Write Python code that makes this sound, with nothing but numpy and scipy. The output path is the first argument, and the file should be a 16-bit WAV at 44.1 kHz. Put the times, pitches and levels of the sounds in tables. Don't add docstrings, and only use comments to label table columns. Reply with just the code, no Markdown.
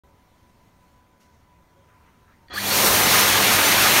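import sys
import numpy as np
from scipy import signal
from scipy.fft import rfft, irfft, next_fast_len
from scipy.io import wavfile
from scipy.ndimage import uniform_filter1d, map_coordinates

SR = 44100
rng = np.random.default_rng(int(sys.argv[2]) if len(sys.argv) > 2 else 0)


def wav_out(sig):
    wavfile.write(sys.argv[1], SR, np.round(np.clip(np.atleast_2d(sig).T, -1, 1) * 32767).astype(np.int16))


def undo_db(level):
    steps = np.asarray(level, float) / 20
    return 10 ** steps


N = 176400
T = np.arange(N) / SR


def unit(x):
    return x / np.sqrt(np.mean(x ** 2) + 1e-20)


def along(points, hz):
    f, v = np.transpose(points)
    return np.interp(np.log(hz + 1), np.log(f + 1), v)


def curves(rows):
    s, *cols = np.transpose(rows)
    return [np.interp(T, s, c) for c in cols]


def wobble(rate_hz):
    knots = rng.standard_normal(int(N * rate_hz / SR) + 4)
    return map_coordinates(knots, [T * rate_hz])


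def sine(hz):
    return np.sin(2 * np.pi * np.cumsum(hz) / SR)


def filtered(x, response):
    m = next_fast_len(N + SR // 2)
    return irfft(rfft(x, m) * response(np.fft.rfftfreq(m, 1 / SR)), m)[..., :N]


def peak(f, hz, width_hz):
    return 1j * f * width_hz / (hz * hz - f * f + 1j * f * width_hz)


def rush(spectrum, patchy_db):
    z = signal.stft(rng.standard_normal(N), nperseg=512)[2]
    field = uniform_filter1d(rng.standard_normal(z.shape), 6, 0)
    field = uniform_filter1d(field, 10, 1)
    x = signal.istft(z * undo_db(patchy_db * unit(field)), nperseg=512)[1][:N]
    return unit(filtered(x, lambda hz: undo_db(along(spectrum, hz))))


def swelling_tones(rows):
    total = np.zeros(N)
    for start_s, hz, db, length_s in rows:
        swell = np.sin(np.pi * np.clip((T - start_s) / length_s, 0, 1))
        tone = sine(hz * (1 + .012 * wobble(90)))
        total += undo_db(db + 2.5 * wobble(120)) * swell * tone
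    return total


# frequency in Hz, level in dB.
VENT_SPECTRUM = [(20, -6), (170, -3.5), (450, -12.5), (750, -14.5), (1200, -16.5), (2200, -25.5),
                 (3500, -43), (8000, -46)]
# frequency in Hz, width in Hz, level in dB.
DUCT_WHISTLES = [(70.6, 30, -64.5), (101.36, 12, -71), (563, 27, -79), (750, 25, -80), (918, 20, -73),
                 (997, 40, -76), (1500, 30, -82), (2030, 110, -81)]
# time in seconds, level in dB.
PLUMBING_LEVEL = [(0, -69.5), (.3, -68), (.9, -68), (1.1, -70.5), (1.7, -69.5), (2.1, -68.5), (2.45, -69)]
# frequency in Hz, level in dB.
PLUMBING_SPECTRUM = [(800, -20), (2000, 0), (4000, -4), (6500, -6), (9000, -9), (12000, -11), (15800, -10)]


def washroom():
    whistles = np.zeros(N)
    for hz, width_hz, db in DUCT_WHISTLES:
        tone = unit(filtered(rng.standard_normal(N), lambda f: peak(f, hz, width_hz) ** 2))
        waver_db = 1.8 * (hz > 500) * wobble(5)
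        whistles += undo_db(db + waver_db) * tone
    plumbing = undo_db(curves(PLUMBING_LEVEL)[0]) * rush(PLUMBING_SPECTRUM, patchy_db=-1.5)
    vent = undo_db(-60 + .5 * wobble(3)) * rush(VENT_SPECTRUM, patchy_db=1)
    return vent + plumbing + whistles


# time in seconds, frequency in Hz, level in dB.
PIPE_SONG = [(0, 990, -69), (.59, 985, -68), (.72, 998, -72), (.82, 988, -63), (.9, 990, -67),
             (.98, 990, -62), (1.1, 992, -67), (1.37, 984, -66), (1.42, 985, -78), (1.54, 988, -63),
             (1.67, 991, -72), (1.74, 986, -63), (1.79, 988, -72), (1.93, 997, -63), (2.03, 995, -68),
             (2.18, 994, -74), (2.245, 994, -62), (2.3, 995, -72)]
# start in seconds, frequency in Hz, level in dB, length in seconds.
PIPE_SQUEAKS = [
    (1.755, 550, -63, .1),
    (1.64, 3280, -79, .28),
    (.04, 560, -66, .13),
    (2.08, 3820, -80, .3),
    (2.26, 1320, -65, .08),
]


def pipe():
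    hz, db = curves(PIPE_SONG)
    song = undo_db(db + 2.5 + 1.5 * wobble(35)) * sine(hz + 3 + 4 * wobble(30))
    return song + swelling_tones(PIPE_SQUEAKS)


# frequency in Hz, level in dB.
HUM = [(100, -41), (200, -38.5), (300, -52)]


def supply():
    hum = np.zeros(N)
    for hz, db in HUM:
        hum += undo_db(db + 3.5 + 1.2 * wobble(7)) * np.sin(2 * np.pi * hz * T)
    load = np.clip((T - 2.5) / 0.16, 0, 1) ** 1.3
    return load * hum


# start in seconds, length in seconds, level in dB.
SLEEVE_BRUSHES = [
    (1.196, 0.055, -63),
    (1.25, 0.175, -73.5),
    (2.05, 0.31, -78),
]
# frequency in Hz, level in dB.
CLOTH_SPECTRUM = [(1000, -30), (1800, -5), (2500, -2), (4000, -4), (5600, 0), (8000, -7), (15000, -14)]


def sleeve():
    shape = np.zeros(N)
    for start_s, length_s, db in SLEEVE_BRUSHES:
        rise = np.clip((T - start_s) / .012, 0, 1)
        fall = np.clip((start_s + length_s * 1.5 - T) / length_s, 0, 1)
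        shape += undo_db(db) * rise * fall
    return shape * rush(CLOTH_SPECTRUM, patchy_db=.8)


# time in seconds, peak level in dB.
KNOCKS = [(1.8821, -41.5), (1.915, -52), (1.9609, -48), (2.0028, -45), (2.0294, -50), (2.063, -45),
          (2.1294, -49), (2.2413, -46), (2.2747, -45), (2.3094, -48), (2.3496, -54)]
# frequency in Hz, level in dB, t60 in seconds.
FITTING_MODES = [(1050, -5, .04), (1300, 0, .05), (1500, -4, .04), (1750, -1, .04), (1950, -4, .03),
                 (2750, -8, .03)]
# frequency in Hz, level in dB.
SCUFF_SPECTRUM = [(500, -19), (800, -5), (1300, 5), (2000, -4), (3000, -11), (4500, -29)]


def fitting():
    knocks, scuffs, t = np.zeros(N), np.zeros(N), T[:SR // 5]
    scuff_db, scuff_decay_s = -19, .055
    for start_s, db in KNOCKS:
        ring = np.zeros(len(t))
        for hz, mode_db, t60_s in FITTING_MODES:
            decay = undo_db(mode_db + rng.normal(0, 2.5) - 60 * t / t60_s)
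            ring += decay * np.sin(2 * np.pi * hz * rng.normal(1, .05) * t)
        here = slice(round(start_s * SR), round(start_s * SR) + len(t))
        knocks[here] += undo_db(db - 14) * ring * (1 - np.exp(-t / .004))
        scuff = np.exp(-t / scuff_decay_s) * (1 - np.exp(-t / .006))
        scuffs[here] += undo_db(db + scuff_db) * scuff
    return knocks + scuffs * rush(SCUFF_SPECTRUM, patchy_db=3.5)


# time in seconds, level in dB.
RELAY_TICKS = [
    (2.483, -51.5),
    (2.497, -60),
    (2.507, -49),
]


def relay():
    bursts = np.zeros(N)
    for start_s, db in RELAY_TICKS:
        bursts += undo_db(db + 21) * (T >= start_s) * np.exp(-np.abs(T - start_s) / .0018)
    return bursts * rng.standard_normal(N)


# frequency in Hz, width in Hz, level in dB.
CASING_MODES = [(820, 70, -10), (1230, 70, -1), (1500, 110, 1), (1700, 110, 4), (1920, 130, 2),
                (2420, 200, -9), (3050, 150, -9), (3420, 120, 0), (4050, 150, -3), (4320, 150, 4),
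                (4680, 150, -2)]


def casing(f):
    total = 0
    for k, (hz, width_hz, db) in enumerate(CASING_MODES):
        total = total + (-1) ** k * undo_db(db) * peak(f, hz, width_hz)
    return total / (1 + (f / 5600) ** 8)


# time in seconds, winding pulse rate in Hz, whine level in dB.
RUN_UP = [
    (2.497, 60, -90),
    (2.512, 320, -44),
    (2.54, 880, -43),
    (2.58, 1730, -35),
    (2.652, 3303, -36),
    (2.716, 4430, -34),
    (2.775, 5250, -27),
    (2.83, 5900, -22),
    (2.95, 6050, -40),
]
# time in seconds, level in dB.
BUZZ = [
    (2.497, -68),
    (2.51, -46),
    (2.55, -36.5),
    (2.6, -37),
    (2.7, -45),
    (3.05, -38),
]
# multiple of the pulse rate, level in dB.
WINDING_ORDERS = [(1, 0), (2, -3), (3, -2), (4, -7), (5, -10), (6, -12)]


def motor():
    rate_hz, whine_db = curves(RUN_UP)
    buzz_db = curves(BUZZ)[0]
    waver_db = 3
    phase = 2 * np.pi * np.cumsum(rate_hz * (1 + .015 * wobble(200))) / SR
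    whine = np.zeros(N)
    for order, db in WINDING_ORDERS:
        audible = order * rate_hz < SR / 2.5
        whine += undo_db(db + waver_db * wobble(110)) * np.sin(order * phase) * audible
    drive = undo_db(whine_db + 5.5) * whine
    buzz = undo_db(buzz_db + 11) * rng.standard_normal(N) * (T > BUZZ[0][0])
    body = filtered(drive + buzz + relay(), casing)
    leak = undo_db(-30) * filtered(drive, lambda f: peak(f, 1700, 1500))

    kick_s, kick_hz, kick_db, kick_t60_s = 2.515, 74, -36, .4
    since_s = np.clip(T - kick_s, 0, None)
    kick = undo_db(kick_db - 60 * since_s / kick_t60_s) * (1 - np.exp(-since_s / .02))
    kick = kick * np.sin(2 * np.pi * kick_hz * since_s)

    critical_s, span_s, critical_db, rest_db, turns_per_pulse = 2.805, .035, -28, -40, .2
    swell = undo_db(critical_db) * np.exp(-((T - critical_s) / span_s) ** 2)
    swell = swell + undo_db(rest_db) * (rate_hz / rate_hz[-1]) ** 2
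    shaft = swell * undo_db(waver_db * wobble(30)) * np.sin(turns_per_pulse * phase)
    return body + leak + shaft + kick


# start in seconds, frequency in Hz, level in dB, length in seconds.
PANEL_TONES = [(2.486, 1900, -49, .045), (2.503, 1260, -41, .035), (2.5, 3340, -41, .045),
               (2.525, 2400, -43, .04), (2.505, 4150, -44, .04), (2.53, 4480, -38, .045),
               (2.535, 4730, -41, .05), (2.545, 1200, -36, .04), (2.59, 4300, -36, .022),
               (2.59, 2400, -36, .13)]


def panels():
    return swelling_tones(PANEL_TONES)


# time in seconds, jet hiss in dB, roar on the hand in dB, duct rumble in dB.
AIR_LEVELS = [(2.5, -90, -56, -48), (2.531, -54, -44, -47), (2.541, -41.5, -50, -38),
              (2.58, -34, -35, -46.5), (2.65, -26, -30.5, -34.5), (2.7, -22.5, -25, -31.5),
              (2.8, -18.5, -21.5, -25), (2.9, -18, -21.5, -23.5), (3.06, -20, -21, -24),
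              (3.14, -18.5, -18.5, -23.5), (3.29, -18, -18, -27.5), (3.42, -19.5, -19.5, -24),
              (3.56, -20, -20, -26), (3.75, -19.5, -19, -25), (3.9, -19, -18.5, -26),
              (4, -17, -16.5, -26.5)]
# frequency in Hz, level in dB.
JET_SPECTRUM = [(2000, -27), (4000, -1.5), (6000, -1.5), (8000, -3), (10000, -2.5), (12000, -2.5),
                (14000, -3), (15800, -7)]
ROAR_SPECTRUM = [(300, -33), (800, -5.5), (1200, -1), (2200, 0), (3300, -2.5), (4500, -7), (7000, -13),
                 (12000, -53)]
RUMBLE_SPECTRUM = [(20, -44), (50, -11), (120, -6), (300, -3), (550, -1.5), (850, -2), (1600, -11),
                   (5000, -60)]


def air():
    jet_db, roar_db, rumble_db = curves(AIR_LEVELS)
    shared_db = .5 * wobble(7) + .36 * wobble(120)
    jet = undo_db(jet_db + shared_db + .87 * wobble(30)) * rush(JET_SPECTRUM, patchy_db=.2)
    opens_s, rise_s = 2.531, .003
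    jet = jet * np.clip((T - opens_s) / rise_s, 0, 1)
    roar = undo_db(roar_db + shared_db + .6 * wobble(14)) * rush(ROAR_SPECTRUM, patchy_db=.9)
    rumble = undo_db(rumble_db + .3 * wobble(6)) * rush(RUMBLE_SPECTRUM, patchy_db=.4)
    return (jet + roar + rumble) * (T > AIR_LEVELS[0][0])


# frequency in Hz, t60 in seconds.
TILE_DECAY = [(200, 0.77), (2000, 0.12), (10000, 0.15)]


def tiles(x):
    hz, t, z = signal.stft(rng.standard_normal(SR // 2), SR, nperseg=256)
    decay = undo_db(-60 * t / along(TILE_DECAY, hz)[:, None])
    tail = signal.istft(z * decay, SR, nperseg=256)[1]
    delayed = np.pad(x, (200, 0))
    return signal.fftconvolve(delayed, tail / np.linalg.norm(tail))[:N]


def scene():
    near = sleeve() + fitting() + motor() + panels() + air()
    wet_db = -12
    mix = washroom() + pipe() + supply() + near + undo_db(wet_db) * tiles(near)
    return np.tile(mix, (2, 1))


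# frequency in Hz, width in Hz, depth in dB.
BODY_DIPS = [(4950, 300, -3), (7700, 600, -4), (10350, 450, -6)]


def phone_body(f):
    db = sum(depth_db * np.exp(-((f - hz) / width_hz) ** 2) for hz, width_hz, depth_db in BODY_DIPS)
    return undo_db(db) * np.clip((15830 - f) / 60, 0, 1)


# center in seconds, low edge in Hz, high edge in Hz.
WIDE_BANDS = [(1.3, 11000, 12500), (1.3, 14500, 15800), (1.44, 11700, 13100), (3.042, 5500, 7000),
              (3.042, 7600, 9100), (3.228, 5000, 6400), (3.228, 7500, 9800), (3.228, 13600, 15800),
              (3.553, 11600, 15800), (3.599, 11000, 13900), (3.599, 14400, 15800), (3.669, 6200, 9800)]


def wide_bands(mid):
    other, length_s, total = np.roll(mid, -3000), .046, np.zeros(N)
    for center_s, low_hz, high_hz in WIDE_BANDS:
        window = np.cos(np.pi * np.clip((T - center_s) / length_s, -.5, .5)) ** 1.5
        total += filtered(window * other,
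                          lambda f: np.clip(np.minimum(f - low_hz, high_hz - f) / 80, 0, 1))
    return undo_db(-3) * total


def top_cut(x):
    return signal.sosfilt(signal.butter(12, 15830, fs=SR, output="sos"), x)


def record(dry):
    start_s = .036
    mid = filtered(dry[0], phone_body) * (T > start_s)
    side = wide_bands(mid)
    return top_cut(np.array([mid + side, mid - side]))


dry = scene()
out = record(dry)
wav_out(out)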